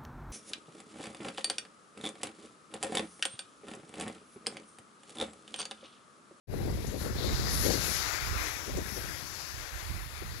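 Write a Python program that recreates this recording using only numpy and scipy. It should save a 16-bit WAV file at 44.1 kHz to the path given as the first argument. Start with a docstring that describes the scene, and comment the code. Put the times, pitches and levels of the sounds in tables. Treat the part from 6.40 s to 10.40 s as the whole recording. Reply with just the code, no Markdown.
"""Wind rumbles in both ports of a moving microphone and flutters and buffets the left one.
A snowboard nears, crushing countless snow grains: a crunch below, a hiss and powder spray above.
From 0.6 s its edge bites in swishes; around 1.3 s it skids past, close on the left.
It then glides away down the packed slope with a few crisp ticks of snapping crust,
while the wind lulls on the left and keeps gusting on the right."""
import sys
import numpy as np
from scipy import signal
from scipy.fft import rfft, irfft
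from scipy.io import wavfile
from scipy.ndimage import uniform_filter1d

SR = 44100
rng = np.random.default_rng(int(sys.argv[2]) if len(sys.argv) > 2 else 0)


def master(y):
    """Save y as 16-bit WAV."""
    cut = np.clip(np.atleast_2d(y).T, -1, 1)
    pcm = np.round(cut * 32767)  # scale
    wavfile.write(sys.argv[1], SR, pcm.astype(np.int16))


N = 176400
T = np.arange(N) / SR

# Colour of the scraping snow as heard through the microphone, with a notch at 9 kHz.
# Each row: frequency in Hz, gain in dB.
HEARD_COLOUR = [(150, -43), (230, -15.5), (310, -1.5), (420, -5), (700, -3.5), (1000, -1.5), (1400, 1),
                (2000, 1.5), (2500, -2), (3000, -6.5), (3800, -2), (4800, -1), (5800, -3), (7000, -5.5),
                (8000, -12.5), (9000, -18.5), (10200, -11), (11300, -6.5), (12300, -12), (13500, -20),
                (15500, -19.5)]


def from_db(db):
    """Decibels to gain."""
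    return 10 ** (np.asarray(db) / 20)


def unit(x):
    """Scales to rms 1."""
    return x / np.sqrt(np.mean(x ** 2) + 1e-20)


def curve(points):
    """Interpolates (s, value) rows at every sample."""
    return np.interp(T, *np.transpose(points))


def colour(x, points):
    """Filters by (Hz, dB) rows."""
    hz, db = np.transpose(points)
    bins_hz = np.fft.rfftfreq(N, 1 / SR)
    return irfft(rfft(x) * from_db(np.interp(np.log(bins_hz + 1), np.log(hz), db)), N)


def band(x, low_hz, high_hz, order=24):
    """Band-pass with smooth edges."""
    hz = np.fft.rfftfreq(N, 1 / SR) + 1
    return irfft(rfft(x) / ((1 + (low_hz / hz) ** order) * (1 + (hz / high_hz) ** order)), N)


def resonate(x, hz, width_hz, order=2):
    """Unity-gain band that follows the curve hz."""
    carrier = np.exp(2j * np.pi * np.cumsum(hz) / SR)
    lowpass = signal.butter(order, width_hz / 2, fs=SR)
    return 2 * (carrier * signal.lfilter(*lowpass, x / carrier)).real


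def wobble(rate_hz):
    """Smooth random motion of rms 1, up to rate_hz."""
    return unit(band(rng.standard_normal(N), rate_hz / 10, rate_hz, order=3))


def turbulence(spectrum, lumpy_db, lump_hz, steady_s):
    """Lumpy pressure noise, its rms held near 1 over steady_s."""
    lumps = rng.standard_normal(N) * from_db(lumpy_db * wobble(lump_hz))
    pressure = band(colour(lumps, spectrum), 1, spectrum[-1][0], order=4)
    width = int(steady_s * SR)
    power = uniform_filter1d(uniform_filter1d(pressure ** 2, width), width)
    return pressure / np.sqrt(power + 1e-20)


def eddy_envelope(eddies):
    """Short bell-shaped gusts, summed in power."""
    return np.sqrt(sum((from_db(db) * np.exp(-.5 * ((T - peak_s) / sigma_s) ** 2)) ** 2
                       for peak_s, sigma_s, db in eddies))


def wind_right():
    """The sheltered port rumbles and catches a few dull puffs."""
    # Wind strength. 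Each row: time in s, rumble level in dB.
    wind = [(0.12, -39.5), (0.28, -31), (0.56, -39.5), (0.76, -32.5), (0.83, -37), (0.92, -25.5),
            (1.04, -33.5), (1.2, -29), (1.3, -35.5), (1.75, -41), (1.94, -28.5), (2.08, -41.5), (2.25, -46),
            (2.35, -31), (2.5, -46), (2.62, -39), (2.82, -50.5), (3.06, -50.5), (3.18, -37.5), (3.28, -49),
            (3.35, -35), (3.41, -44.2), (3.5, -31), (3.72, -42.5), (3.9, -36.5), (4.0, -46.2)]
    # Wind colours. Each row: frequency in Hz, gain in dB.
    rumble_colour = [(15, -25), (25, -27), (38, -2), (65, 2), (90, -3), (130, -9), (200, -21), (280, -28),
                     (450, -43), (1200, -59)]
    puff_colour = [(60, -6), (140, 10), (260, -8), (400, -16), (700, -31), (2000, -60)]
    # Soft eddies. Each row: peak time in s, Gaussian sigma in s, level in dB.
    eddies = [(.138, 0.0078, -37.5), (.215, .01, -38), (.47, .006, -41), (.975, 0.01, -39),
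              (2.168, 0.0033, -37), (3.5, 0.013, -40)]
    rumble = turbulence(rumble_colour, lumpy_db=4.5, lump_hz=41, steady_s=0.036)
    puff = turbulence(puff_colour, lumpy_db=-4, lump_hz=60, steady_s=0.005)
    return from_db(curve(wind)) * rumble + eddy_envelope(eddies) * puff


def wind_left():
    """Rumble, a sputtering flutter that grows with the wind, and the thud of each eddy."""
    # Wind strength. Each row: time in s, rumble level in dB.
    wind = [(0.12, -32.5), (0.28, -33), (0.58, -37), (0.86, -33.5), (1.2, -36), (1.28, -33.5), (1.48, -37),
            (1.8, -58), (1.88, -59), (1.94, -38), (2.02, -52), (2.16, -58), (2.36, -36.5), (2.5, -41.5),
            (2.68, -43), (3.06, -52), (3.3, -72), (3.76, -71.8), (3.85, -47), (4.0, -46)]
    # Wind colours. Each row: frequency in Hz, gain in dB.
    rumble_colour = [(15, -26), (25, -17), (38, -10.5), (60, -3), (90, -5), (135, -6), (200, -13),
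                     (350, -22), (800, -57)]
    flutter_colour = [(80, 1), (170, -2), (260, -1), (370, 1.5), (540, -5.5), (700, -11), (950, -16),
                      (2000, -36), (5000, -71)]
    buffet_colour = [(80, -10), (170, -5), (260, 0), (380, 1), (540, -2), (680, -12), (950, -20.5),
                     (2000, -43), (5000, -59)]
    # Eddies that hit the port. Each row: peak time in s, Gaussian sigma in s, level in dB.
    eddies = [(.136, 0.0061, -35), (.285, 0.021, -32), (0.55, 0.02, -32), (0.663, 0.02, -32.5),
              (.87, 0.038, -32), (1.266, 0.014, -24), (1.299, 0.0092, -21.5), (1.345, 0.033, -31),
              (2.294, 0.018, -36.5), (2.345, .008, -37.5), (2.386, 0.0075, -26.5), (2.576, 0.011, -36.5),
              (3.827, 0.0061, -38)]
    brisk_db, flutter_offset_db, flutter_db_per_db = -36.5, -3, 1.28
    wind_db = curve(wind)
    flutter_db = brisk_db + flutter_offset_db + flutter_db_per_db * (wind_db - brisk_db)
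    rumble = turbulence(rumble_colour, lumpy_db=5.5, lump_hz=40, steady_s=0.091)
    flutter = turbulence(flutter_colour, lumpy_db=4.0, lump_hz=80, steady_s=0.04)
    buffet = turbulence(buffet_colour, lumpy_db=3.5, lump_hz=120, steady_s=0.016)
    return from_db(wind_db) * rumble + from_db(flutter_db) * flutter + eddy_envelope(eddies) * buffet


def crushing_snow():
    """A wash of tiny snow grains with sparser large ones, its colour shifting in patches."""
    grains_per_s, spread_db, grain_share, patchy_db = 2500, 2.5, 0.23, 1.31
    sizes = from_db(spread_db * np.minimum(rng.exponential(1, N), 5))
    grains = sizes * rng.choice([-1, 1], N) * (rng.random(N) < grains_per_s / SR)
    wash = np.sqrt(grain_share) * unit(grains) + np.sqrt(1 - grain_share) * rng.standard_normal(N)
    spectra = signal.stft(wash, nperseg=1024, noverlap=768)[2]
    patches = uniform_filter1d(rng.standard_normal(spectra.shape), size=10, axis=0)
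    patches = unit(uniform_filter1d(patches, size=14, axis=1))
    patchy = signal.istft(spectra * from_db(patchy_db * patches), nperseg=1024, noverlap=768)[1]
    return colour(patchy[:N], HEARD_COLOUR)


def crust_ticks(decay_s=0.015):
    """Crumbs of crust snap under the edge in bright, decaying bursts."""
    # Snaps. Each row: start in s, level in dB.
    snaps = [(.468, -40.5), (2.37, -36.5), (2.955, -44)]
    envelope = sum(from_db(db) * (T >= start_s) * np.exp(-abs(T - start_s) / decay_s)
                   for start_s, db in snaps)
    noise = colour(rng.standard_normal(N), HEARD_COLOUR)
    return envelope * unit(band(noise, low_hz=5300, high_hz=12000))


def edge_swishes():
    """Each bite of the edge is an arched burst of grains around a gliding resonance."""
    # Bites. Each row: start and length in s, first centre, last centre and width in Hz, level in dB.
    bites = [(.575, 0.12, 11800, 11900, 7000, -42.5), (0.578, .11, 5100, 5000, 2200, -43.5),
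             (0.593, 0.144, 1510, 1470, 800, -41), (0.759, .15, 3950, 3950, 1300, -37),
             (0.916, 0.3, 4400, 5130, 1200, -37.5), (1.096, .22, 10500, 11000, 1900, -32.5),
             (1.646, 0.23, 1680, 2040, 1230, -36.5), (1.924, .11, 1250, 1150, 500, -38),
             (1.953, 0.19, 1950, 1800, 597, -39.5), (2.115, 0.23, 5930, 5900, 1500, -43.5),
             (2.476, 0.13, 5600, 5900, 1100, -41.5), (2.844, .12, 5830, 5700, 900, -47),
             (3.138, 0.25, 1700, 1750, 1100, -47)]
    snow, swishes = crushing_snow(), np.zeros(N)
    for start_s, length_s, first_hz, last_hz, width_hz, db in bites:
        inside = (T >= start_s) & (T < start_s + length_s)
        progress = (T[inside] - start_s) / length_s
        ring = resonate(snow[inside], first_hz + (last_hz - first_hz) * progress, width_hz)
        arch = abs(np.sin(np.pi * progress)) ** 0.45
        swishes[inside] += from_db(db) * unit(ring) * arch
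    return swishes


def sliding(dip_depth):
    """Crunch, hiss, spray and fizz swell as the board passes; swishes and ticks ride on top."""
    # Packed snow under the base, edge hiss, powder spray. Each row: time in s, level in dB.
    crunch = [(.12, -48.5), (.57, -49), (.66, -50), (.77, -41.5), (.98, -37.5), (1.28, -36), (1.7, -35),
              (2.08, -36.5), (2.33, -42.5), (2.6, -39.5), (2.92, -43), (3.25, -43), (3.68, -45),
              (4.0, -44.5)]
    hiss = [(.12, -50.5), (.56, -45.5), (.74, -44.5), (.9, -38), (1.15, -34.5), (1.28, -31), (1.4, -32.5),
            (1.54, -31.5), (1.9, -38), (2.06, -35.5), (2.33, -44), (2.55, -41), (2.78, -41.5), (3.2, -41.5),
            (3.62, -47), (4.0, -45)]
    spray = [(.12, -53.5), (.56, -50), (.76, -50.5), (.86, -46.5), (1.08, -44), (1.27, -38), (1.39, -38.5),
             (1.52, -33.5), (1.66, -43.5), (1.92, -47), (2.08, -42.5), (2.33, -50), (2.54, -41.5),
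             (2.85, -49), (4.0, -51.5)]
    # Spectral dip: sinks as the board nears, climbs as it leaves. Each row: time in s, centre in Hz.
    dip = [(.1, 6700), (.45, 6340), (.75, 2550), (1.2, 3070), (1.6, 3670), (2.05, 4500), (2.6, 4260),
           (3.05, 3540), (3.55, 6100), (4.0, 5900)]
    firm_crunch_db, fizz_offset_db, fizz_db_per_db = -47, -14, 0.96
    snow = crushing_snow()
    snow = snow - dip_depth * resonate(snow, curve(dip), width_hz=1530, order=1)
    crunch_db = curve(crunch)
    fizz_db = firm_crunch_db + fizz_offset_db + fizz_db_per_db * (crunch_db - firm_crunch_db)
    layers = [(180, 2700, crunch_db), (2700, 8500, curve(hiss)),
              (8500, 13000, curve(spray)), (13000, 17000, fizz_db)]
    glide = sum(unit(band(snow, low_hz, high_hz)) * from_db(db) for low_hz, high_hz, db in layers)
    return glide + edge_swishes() + crust_ticks()


def snowboard():
    """The slide chatters over ridges; it reaches the right port later, shadowed and partly scattered."""
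    # The right port faces away from the board. Each row: frequency in Hz, gain in dB.
    shadow = [(400, -10), (1000, -19.5), (1400, -23), (2000, -22.5), (3000, -17.5), (3800, -24.5),
              (5800, -30), (7500, -25.5), (8400, -20), (9000, -6), (10200, -20.5), (11300, -23),
              (13500, -22), (15500, -24)]
    # Its changing exposure as the board passes. Each row: time in s, added gain in dB.
    exposure = [(.1, -2), (.6, -2.5), (1.1, 4.5), (1.5, 2), (1.9, -.5), (2.5, -.5), (3.1, 1), (4.0, -1.5)]
    coherence, delay_s, chatter_db = 0.42, 0.00027, 0.65
    direct, scattered = sliding(dip_depth=0.36), sliding(dip_depth=0)
    right = coherence * np.roll(direct, round(delay_s * SR)) + np.sqrt(1 - coherence ** 2) * scattered
    right = colour(right, shadow) * from_db(curve(exposure))
    return np.array([direct, right]) * from_db(chatter_db * wobble(rate_hz=12))


def scene():
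    """The board and the wind at both ports."""
    return snowboard() + np.array([wind_left(), wind_right()])


def record(dry):
    """Low cut, short fade-in, band limit."""
    low_cut_hz, high_cut_hz = 32, 15780
    fade_start_s, fade_s = 0.071, 0.064
    highpass = signal.butter(3, low_cut_hz, "highpass", fs=SR, output="sos")
    fade = np.clip((T - fade_start_s) / fade_s, 0, 1) ** 1.04
    lowpass = signal.firwin(801, high_cut_hz, window=("kaiser", 9), fs=SR)
    return signal.oaconvolve(signal.sosfilt(highpass, dry) * fade, lowpass[None], "same")


dry = scene()
out = record(dry)
master(out)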